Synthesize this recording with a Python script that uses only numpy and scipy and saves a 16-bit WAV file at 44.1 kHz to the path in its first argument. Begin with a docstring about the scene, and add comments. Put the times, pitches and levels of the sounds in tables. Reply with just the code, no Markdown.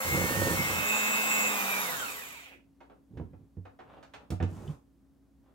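"""An electric hand mixer whips thick cream in a glass bowl on a wooden counter, in a quiet kitchen.
Its motor whines and whirrs while the beaters drum on the bowl. Around 0.7 s they are lifted clear,
chattering on the glass, and then rattle freely. At 1.8 s the motor is switched off and coasts to rest.
From 2.8 s the bowl is knocked and picked up. Last, the mixer is stood on its heel and slid along
the counter until it grips with a low judder, and the bowl clinks faintly."""
import sys
import numpy as np
from scipy import signal
from scipy.fft import rfft, irfft
from scipy.io import wavfile
from scipy.ndimage import uniform_filter1d

SR = 44100
rng = np.random.default_rng(int(sys.argv[2]) if len(sys.argv) > 2 else 0)


def unload_audio(sound):
    """Save the sound as a 16-bit wav file, at the path given as the first command line argument."""
    columns = np.transpose(np.atleast_2d(sound))
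    # keep every value between -1 and 1, then stretch to whole-number steps
    steps = np.round(np.clip(columns, -1, 1) * 32767)
    wavfile.write(sys.argv[1], SR, steps.astype(np.int16))


N = 244314
T, HZ = np.arange(N) / SR, np.fft.rfftfreq(N, 1 / SR)
FULL_TURNS_PER_S, SWITCH_OFF_S = 213, 1.835
MAINS_HZ, TOP_HZ = 60, 15900

# the notes of the counter top when hit: (pitch [Hz], relative level [dB], time to fade by 60 dB [s])
COUNTER_NOTES = [(94.7, 5, 0.23), (142.5, 6.5, 0.086), (172.5, -2, 0.183), (245.9, 1, 0.1),
                 (313.6, 0.5, 0.098), (436.4, -5, 0.1247), (477, -3.5, 0.11), (665, -18, 0.14),
                 (945, -12.5, 0.16)]
# where the mixer sits between the two channels: (frequency [Hz], left minus right [dB])
MIXER_PAN = [(400, -2), (2400, -3.5), (5000, 0)]


def amp(db):
    """Turns decibels into a gain."""
    return 10 ** (np.asarray(db) / 20)


def evened(x):
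    """Scales a signal to an average (rms) size of 1."""
    return x / np.sqrt(np.mean(x ** 2) + 1e-20)


def read(points, hz):
    """Looks up a table by frequency, on a log scale."""
    f, value = np.transpose(points)
    return np.interp(np.log(hz + 1), np.log(f + 1), value)


def curve(points):
    """Joins (time, value) points with straight lines."""
    return np.interp(T, *np.transpose(points))


def colour(x, spectrum):
    """Filters a signal by a spectrum table, then evens it."""
    return evened(irfft(rfft(x) * amp(read(spectrum, HZ)), N))


def boost(peaks, hz):
    """The gain that a set of resonances gives to this pitch."""
    return amp(sum(db / (1 + (2 * (hz - f) / width) ** 2) for f, width, db in peaks))


def drift(hz):
    """A smooth random wobble, with up to about hz changes a second."""
    coarse = T[::16]
    f = np.fft.rfftfreq(len(coarse), 16 / SR)
    spectrum = rfft(rng.standard_normal(len(coarse))) / (1 + (f / hz) ** 4)
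    return evened(np.interp(T, coarse, irfft(spectrum, len(coarse))))


def grains(per_s, spread_db):
    """Scattered clicks of uneven size."""
    clicks = (rng.random(N) < per_s / SR) * rng.choice([-1, 1], N)
    return evened(clicks * amp(spread_db * np.minimum(rng.exponential(1, N), 3)))


def gesture(start_s, length_s, attack_s=.073, release_s=.034):
    """A level that rises, holds and dies away."""
    rise = np.clip((T - start_s) / attack_s, 0, 1)
    return rise * np.exp(-np.maximum(T - start_s - length_s, 0) / release_s)


def add(mix, s, sound):
    """Lays a sound into the mix at s seconds."""
    part = mix[round(s * SR):][:len(sound)]
    part += sound[:len(part)]


def room(x):
    """Echoes from wooden walls; the treble dies sooner than the bass."""
    # how long the room rings: (frequency [Hz], time to fade by 60 dB [s])
    fade_times = [(100, 0.42), (2000, 0.25), (15000, 0.22)]
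    echoes = rng.standard_normal((2, SR // 2)) * (rng.random((2, SR // 2)) < .1)
    hz, t, bands = signal.stft(echoes, SR, nperseg=256)
    bands = bands * amp(-60 * t / read(fade_times, hz)[:, None]) * np.minimum(t / .008, 1)
    tail = signal.istft(bands, SR, nperseg=256)[1]
    return signal.fftconvolve(x[None], tail / np.linalg.norm(tail[0]), axes=1)[:, :N]


def stereo(x, pan_db, lead_rad):
    """Direct sound reaches the microphone's left side pan_db louder and lead_rad earlier in phase."""
    half = amp(pan_db / 2) * np.exp(.5j * lead_rad)
    faded = x * signal.windows.tukey(N, .002)
    return irfft(rfft(faded) * np.vstack([half, 1 / half]), N)


def mixer_lead(delay_s=.000263):
    """The mixer's head start on the left, in radians; the delay is shorter in the bass."""
    return 2 * np.pi * HZ * delay_s * np.minimum(HZ / 2400, 1) ** .35


def at_mixer(x):
    """Places a sound at the mixer: part comes straight, part by way of the room."""
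    # how alike the two channels are: (frequency [Hz], likeness before clipping [ratio])
    likeness = [(150, -1), (1000, 1.33), (4000, -0.1), (9000, 0.77)]
    direct_share = np.clip(read(likeness, HZ), .05, .995)
    direct = rfft(stereo(x, 0, mixer_lead())) * np.sqrt(direct_share)
    echoes = rfft(room(x)) * np.sqrt(1 - direct_share)
    pan = amp(read(MIXER_PAN, HZ) / 2)
    return irfft((direct + echoes) * np.array([pan, 1 / pan]), N)


def speed(air_drag_s=.605, friction_turns_per_s=68):
    """Motor turns per second: driven until switch-off, then slowed by air and bearings."""
    # the motor under power: (time [s], speed [turns per s])
    driven_speed = [(0, 211), (.2, 213.6), (.39, 220.6), (.45, 220.3), (.55, 215.5), (.7, 212.5),
                    (1.17, 213.5), (1.47, 212.9), (1.54, 205.8), (1.7, 196), (1.85, 192)]
    coasting = np.exp(-np.maximum(T - SWITCH_OFF_S, 0) / air_drag_s)
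    return np.maximum((curve(driven_speed) + friction_turns_per_s) * coasting - friction_turns_per_s, 0)


def cream_drag(lifted_s=.64):
    """1 while the thick cream drags on the beaters, 0 once they are lifted."""
    return np.clip((lifted_s - T) / .097, 0, 1)


def slowing(start_s=1.6):
    """0 until start_s, rising to 1 at switch-off."""
    return np.clip((T - start_s) / (SWITCH_OFF_S - start_s), 0, 1)


def motor_level(free_db, in_cream_db, power, mid_lift_s=.71, lift_takes_s=.4):
    """A motor sound grows with speed; in_cream_db is added while the beaters are deep in the cream."""
    depth = np.clip(.5 - (T - mid_lift_s) / lift_takes_s, 0, 1)
    return amp(free_db + in_cream_db * depth) * (speed() / FULL_TURNS_PER_S) ** power


def shaft_angles():
    """The shaft's angle, plain and with its shake in the bearings, which grows under load or slowing."""
    angle = 2 * np.pi * np.cumsum(speed() * (1 + .0005 * drift(25))) / SR
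    shake_rad = .006 + .016 * cream_drag() + .042 * slowing()
    return angle, angle + shake_rad * drift(110)


def kitchen(air_db=-65.5):
    """Still air and the faint, wavering hum of an appliance, heard throughout."""
    # the tone of the quiet room: (frequency [Hz], relative level [dB])
    air_spectrum = [(25, -32.5), (60, -7.5), (90, -16.5), (270, -15), (450, -27), (2500, -47), (15000, -52)]
    # the appliance's hum: (pitch [Hz], level [dB])
    hum_notes = [(59.2, -65.5), (274.5, -65)]
    air = colour(rng.standard_normal(N) + .84 * rng.standard_normal((2, N)), air_spectrum)
    hum = sum(amp(db + 1.2 * drift(3.6)) * np.sin(2 * np.pi * hz * T + .3 * drift(3))
              for hz, db in hum_notes)
    return amp(air_db) * air + hum


def motor_whine(angle):
    """Ten fan blades sing, and so do the twelve metal bars that feed current to the spinning rotor."""
    # the fan's whine as the housing is turned: (time [s], relative level [dB])
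    fan_levels = [(0, -47), (.13, -37.5), (.27, -40), (.35, -53), (.54, -52), (.59, -36.5), (.75, -45),
                  (1.46, -40), (1.53, -47), (2, -50)]
    # housing resonances that boost a passing whine: (frequency [Hz], width [Hz], boost [dB])
    peaks = [(1412, 240, 19.5), (2130, 64, 3.5), (2323, 84, 6), (2558, 110, 6)]
    hz, powered = speed(), T < SWITCH_OFF_S
    # mains ripple and the slightly off-centre rotor add tones beside the main ones
    ripple = amp(-6) * powered * np.exp(2j * np.pi * 2 * MAINS_HZ * T)
    off_centre = amp(-6) * powered * boost(peaks, 13 * hz) * np.exp(13j * angle)
    fan_gain = amp(curve(fan_levels)) * boost(peaks, 10 * hz) * (hz / FULL_TURNS_PER_S) ** 3
    fan = fan_gain * np.exp(10j * angle) * (1 + ripple / 2)
    bars = boost(peaks, 12 * hz) * np.exp(12j * angle) * (1 + ripple)
    bars = motor_level(free_db=-41, in_cream_db=-17, power=2.3) * (bars + off_centre)
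    flutter_db = 1.5 + 2.3 * np.sqrt(slowing())
    fan, bars = (np.sqrt(2) * x.real * amp(flutter_db * drift(22)) for x in (fan, bars))
    return stereo(fan, .67, 2.32) + stereo(bars, -4, -1.94) + amp(-10) * room(fan + bars)


def whistles(table, angle):
    """Fluttering pure tones at multiples of the shaft speed."""
    return np.sqrt(2) * sum(amp(db + 2 * drift(20)) * np.cos(k * angle + 2 * np.pi * rng.random())
                            for k, db in table)


def motor_hum(angle):
    """The unbalanced rotor hums and the motor whistles faintly; more tones join while the cream drags."""
    # the motor's whistles: (pitch [times shaft speed], relative level [dB])
    motor_tones = [(4, -50.5), (5, -49.5), (32, -48), (71, -51)]
    # a low tone and the fan's overtones, while the cream drags: (pitch [times shaft speed], level [dB])
    in_cream_tones = [(2.5, -45), (20, -53), (30, -51), (50, -51)]
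    hum = np.sqrt(2) * np.cos(angle) * amp(drift(20))
    sound = motor_level(free_db=-47.5, in_cream_db=-5, power=3.5) * hum
    sound += motor_level(free_db=3.5, in_cream_db=-30, power=5.3) * whistles(motor_tones, angle)
    sound += cream_drag() * whistles(in_cream_tones, angle)
    return stereo(sound, read(MIXER_PAN, HZ), mixer_lead()) + amp(-10) * room(sound)


def motor_whirr(angle):
    """Gears rasp once a turn; the brushes (sliding contacts) scrape and spark at every rotor bar."""
    # the gears' tone through the housing: (frequency [Hz], relative level [dB])
    housing_spectrum = [(100, -26), (220, -5.5), (380, -7), (530, -2.5), (680, -5), (1100, -0.5),
                        (1800, -2), (2600, -6.5), (3200, -11), (4300, -17), (8000, -29)]
    # the brushes' hiss: (frequency [Hz], relative level [dB])
    brush_spectrum = [(1800, -12), (4600, -8.5), (7900, -5.5), (10500, -8), (15500, -5.5)]
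    gear_gain = motor_level(free_db=-33, in_cream_db=-2.5, power=1.53)
    brush_gain = motor_level(free_db=-35.5, in_cream_db=.25, power=1.3) * np.tanh(speed() / 18)
    # the same worn surface passes the brushes on every turn
    surface = np.interp(angle / (2 * np.pi), np.arange(512) / 512, rng.standard_normal(512), period=1)
    wear = surface * speed() / FULL_TURNS_PER_S
    rasp = rng.standard_normal(N) + .55 * grains(700, 1)
    gears = colour(rasp * (1 + .23 * np.cos(angle)) + .038 * wear, housing_spectrum)
    buzz = 1 + .2 * (T < SWITCH_OFF_S) * np.cos(2 * np.pi * 2 * MAINS_HZ * T)
    sparks = 1 + .58 * np.cos(12 * angle)
    scrape = rng.standard_normal(N) + .55 * grains(2300, 6)
    brushes = colour(scrape * sparks * buzz * (1 + .23 * np.sin(angle)) + .3 * wear, brush_spectrum)
    return at_mixer(gear_gain * gears + brush_gain * amp(.5 * drift(25)) * brushes)


def bar_ticks(angle, db_per_overtone=-.4863):
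    """The bars tick under the brushes; on slowing, their overtones slide through the shell's resonances."""
    # resonances and one dip of the plastic shell: (frequency [Hz], width [Hz], boost [dB])
    shell_peaks = [(2400, 1400, 13.5), (5130, 500, -9), (6750, 260, 9), (7720, 420, 10.5), (11700, 700, 14)]
    bar_hz = 12 * speed()
    phase = 12 * (angle + (.0018 + .006 * slowing()) * drift(110))
    ticks = sum(amp(db_per_overtone * k + 3.5 * drift(20)) * (k * bar_hz < TOP_HZ) * np.cos(k * phase)
                for k in range(2, 22))
    off_centre = 1 + .51 * slowing() * np.cos(angle)
    ticks *= off_centre * motor_level(free_db=-49.5, in_cream_db=-18, power=.96)
    return at_mixer(irfft(rfft(ticks) * boost(shell_peaks, HZ), N))


def struck(notes, contact_ms):
    """The ring after one blow: the spot hit favours some notes, and a soft blow wakes only low ones."""
    t = T[:SR // 2]
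    ring = np.zeros(len(t))
    for hz, db, fade_s in notes:
        level = amp(db + 2 * rng.uniform(-1, 1) - 60 * t / fade_s)
        ring += level * np.sin(2 * np.pi * hz * t) / (1 + (hz * contact_ms / 1000) ** 2)
    return ring * (1 - np.exp(-1000 * t / contact_ms))


def beater_drumming(angle, turns_per_blow=3.2):
    """Geared-down blades hit the bowl unevenly and churn the cream; the counter carries the thuds."""
    # the filled bowl's note: (pitch [Hz], relative level [dB], time to fade by 60 dB undamped [s])
    bowl_note = [(516, -10.5, 0.28)]
    # the beaters lean on the bowl: (start [s], length [s], relative level [dB])
    leans = [(0.038, 0.22, -33.5), (0.29, 0.26, -34.5), (0.57, 0.23, -40)]
    # a blade strikes the bowl: (time [s], peak level [dB], contact time [ms])
    strikes = [(.144, -23, 2.3), (.173, -25, 2.3), (.216, -20.5, 0.89), (.240, -18, 0.92), (.307, -23, 1.6),
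               (.364, -28, 2), (0.385, -27, 12), (0.418, -19, 1.1), (0.469, -18.5, 1.4), (0.508, -22, 1.3),
               (.533, -25, 2.7), (.591, -26.5, 6), (.704, -29, 1.7)]
    notes, damping = COUNTER_NOTES + bowl_note, np.exp(-T[:SR // 2] / .048)
    blows = np.diff(np.floor(angle / (2 * np.pi * turns_per_blow) + drift(60) / 2), prepend=0) != 0
    blows = blows * amp(3 * np.clip(rng.standard_normal(N), -2, 1)) * rng.choice([-1, 1], N)
    churn = rng.standard_normal(N)
    brighten = np.hypot(1, np.minimum(HZ, 550) / 260)  # wire on glass is a hard contact
    force = irfft(rfft(blows / blows[:SR].std() + churn) * brighten, N)
    thuds = signal.fftconvolve(force, struck(notes, contact_ms=.99) * damping)[:N]
    pressure = np.max([amp(db - 1) * gesture(s, length, .033, .051) for s, length, db in leans], 0)
    drum = thuds / np.sqrt(uniform_filter1d(thuds ** 2, SR // 8) + 1e-12) * pressure
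    for s, db, contact_ms in strikes:
        ring = np.gradient(struck(notes, contact_ms) * damping)
        add(drum, s, amp(db) * ring / abs(ring).max())
    return stereo(drum, -4, .45) + amp(-17.5) * room(drum)


def gear_strain(angle, level_db=-36):
    """The gears sing louder as the beaters are pushed into the cream, and stop as they are drawn up."""
    teeth = np.sqrt(2) * np.cos(25 / 3 * angle) * amp(drift(20))
    push = gesture(start_s=.14, length_s=.38, attack_s=.25, release_s=.028)
    return stereo(amp(level_db) * push * teeth, -4.5, 2.1)


def wire_chatter(angle, ring_hz=5680, fade_s=.055, turns_per_ping=9, level_db=-38.5):
    """On the way up a beater chatters against the glass and its wire rings."""
    pings = np.diff(np.floor(angle / (2 * np.pi * turns_per_ping) + .1 * drift(21)), prepend=0)
    pings *= gesture(start_s=.5, length_s=.32, attack_s=.014, release_s=.03)
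    t = T[:SR // 4]
    ring = amp(level_db - 60 * t / fade_s) * np.sin(2 * np.pi * ring_hz * t)
    return stereo(signal.fftconvolve(pings, ring)[:N], 0, .9)


def socket_rattle(ring_hz=3700, fade_s=.02, ticks_per_s=330):
    """The steel beaters rattle and ring in their sockets, louder once free of the cream."""
    t = T[:SR // 20]
    ring = np.sin(2 * np.pi * ring_hz * t) * amp(-60 * t / fade_s)
    rattle = evened(signal.fftconvolve(grains(ticks_per_s, 3.2), ring)[:N])
    return at_mixer(rattle * motor_level(free_db=-47, in_cream_db=-14, power=2))


def clack(level_db, tilt_db, fade_s=.07, rise_s=.00028):
    """One tap on plastic and glass: a short, hollow burst of noise."""
    # resonances of the hollow plastic body: (frequency [Hz], width [Hz], boost [dB])
    body_peaks = [(738, 32, 8), (1080, 42, -5), (2470, 120, 4.5), (3260, 1300, 6)]
    t = T[:SR // 2]
    hz = np.fft.rfftfreq(len(t), 1 / SR)
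    tone_db = read([(150, -20.5), (500, -1.5), (1500, -1), (3300, -14), (6000, -16.5), (15000, -38.5)], hz)
    tone = boost(body_peaks, hz) * amp(tone_db + tilt_db * np.log2(hz / 1000 + .1))
    crack = evened(irfft(rfft(rng.standard_normal(len(t))) * tone, len(t)))
    return amp(level_db - 60 * t / fade_s) * crack * (1 - np.exp(-t / rise_s))


def knocks(clack_boost_db=1):
    """Each blow rings the counter and clacks in plastic and glass; clicks in the hand only clack."""
    # light clicks of plastic, wire and glass: (time [s], relative level [dB], tilt [dB per octave])
    clicks = [(2.804, -52, -5.5), (2.811, -57, -5), (2.897, -54, -6.5), (2.914, -59, -8.5),
              (3.652, -50, -5.5), (3.789, -50.5, -5), (3.802, -48.5, -7), (4.027, -50.5, -1),
              (4.136, -44.5, -1), (4.702, -67, 7)]
    # bowl and mixer knock on the counter:
    # (time [s], relative thud level [dB], contact [ms], relative clack level [dB], tilt [dB per octave])
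    blows = [(3.172, -41, 1.25, -50.5, -4), (3.199, -41, 0.22, -48, -12.5), (3.212, -41.5, 0.84, -59, -10),
             (3.333, -49, 2.6, -56, -9.5), (3.569, -37.5, 3.47, -59.5, -10.5),
             (4.304, -39, 0.64, -45.5, 6.5), (4.319, -29, 2.4, -40, -11), (4.402, -29.5, 2.5, -35.5, -7.5),
             (4.426, -26.5, 1.76, -42.5, -0.5)]
    thuds, clacks = np.zeros((2, N))
    for s, thud_db, contact_ms, clack_db, tilt_db in blows:
        add(thuds, s, amp(thud_db) * struck(COUNTER_NOTES, contact_ms))
        add(clacks, s, clack(clack_db + clack_boost_db, tilt_db))
    for s, clack_db, tilt_db in clicks:
        add(clacks, s, clack(clack_db + clack_boost_db, tilt_db, fade_s=.11, rise_s=.0015))
    return stereo(thuds, -4.5, .26) + amp(-15) * room(thuds) + stereo(clacks, -5.5, 1) + room(clacks)


def rubbing():
    """Cloth rustles, and the mixer's heel drags in tiny slips that shake the counter."""
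    # sleeve, bowl and heel rub: (start [s], length [s], relative rustle level [dB], shudder level [dB])
    strokes = [(3.086, 0.16, -72, -45.5), (3.264, 0.18, -79, -56.5), (3.823, 0.15, -55.5, -69),
               (4.085, 0.15, -62.5, -64), (4.444, 0.25, -53, -42.5), (5.406, 0.103, -67, -92)]
    # the tone of the rustle: (frequency [Hz], relative level [dB])
    rustle_spectrum = [(200, -7), (450, -3.5), (850, -3), (1200, -8.5), (2000, -18.5), (3500, -22),
                       (4600, -36), (15000, -55)]
    rustle = sum(amp(db) * gesture(s, length) for s, length, db, _ in strokes)
    shudder = sum(amp(db) * gesture(s, length) for s, length, _, db in strokes)
    catches = amp(3 * drift(55))
    rustle *= catches * colour(rng.standard_normal(N) + .75 * grains(360, 3), rustle_spectrum)
    shudder *= colour(rng.standard_normal(N), [(60, -3), (160, -2.5), (400, -13.5), (1500, -62.5)])
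    return amp(-4) * (rustle + room(rustle)) + stereo(shudder, -4, .4)


def heel_hiss(level_db=-70):
    """The plastic heel hisses thinly as it slides over the varnish."""
    hiss = colour(grains(2700, 4.4), [(2000, -18), (7000, -5), (15000, -17)])
    hiss *= amp(level_db) * gesture(start_s=4.45, length_s=.26)
    return hiss + room(hiss)


def heel_judder(peak_s=4.704, pitch_hz=150, level_db=-27, build_s=.0115, release_s=.012):
    """At the end of its slide the heel grips: a low judder builds up and stops."""
    swell = np.exp(np.minimum((T - peak_s) / build_s, (peak_s - T) / release_s))
    return stereo(amp(level_db) * swell * np.sin(2 * np.pi * pitch_hz * T), -3.5, .31)


def bowl_clink(lower_hz=3050, upper_hz=3400, fade_s=.045):
    """The glass bowl rings faintly with two notes as it is shifted in the hand."""
    # the bowl is shifted: (time [s], level [dB])
    shifts = [(4.678, -50)]
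    t, ring = T[:SR // 4], np.zeros(N)
    notes = np.sin(2 * np.pi * lower_hz * t) + .5 * np.sin(2 * np.pi * upper_hz * t)
    for s, db in shifts:
        add(ring, s, amp(db - 60 * t / fade_s) * notes)
    return stereo(ring, 0, 0)


def scene():
    """The running mixer, the handling that follows, and the quiet kitchen behind both."""
    angle, shaky_angle = shaft_angles()
    tones = motor_whine(shaky_angle) + gear_strain(shaky_angle) + motor_hum(shaky_angle)
    motor = tones + motor_whirr(angle) + bar_ticks(angle)
    handling = knocks() + rubbing() + heel_hiss() + heel_judder() + bowl_clink()
    beaters = beater_drumming(angle) + wire_chatter(angle) + socket_rattle()
    return motor + beaters + handling + kitchen()


def record(dry, low_hz=58):
    """The microphone loses the deep bass and the very highest treble."""
    thin = signal.sosfilt(signal.butter(4, low_hz, "highpass", fs=SR, output="sos"), dry)
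    treble_cut = signal.firwin(511, TOP_HZ, window=("kaiser", 9), fs=SR)
    return signal.oaconvolve(thin, treble_cut[None], "same")


dry = scene()
out = record(dry)
unload_audio(out)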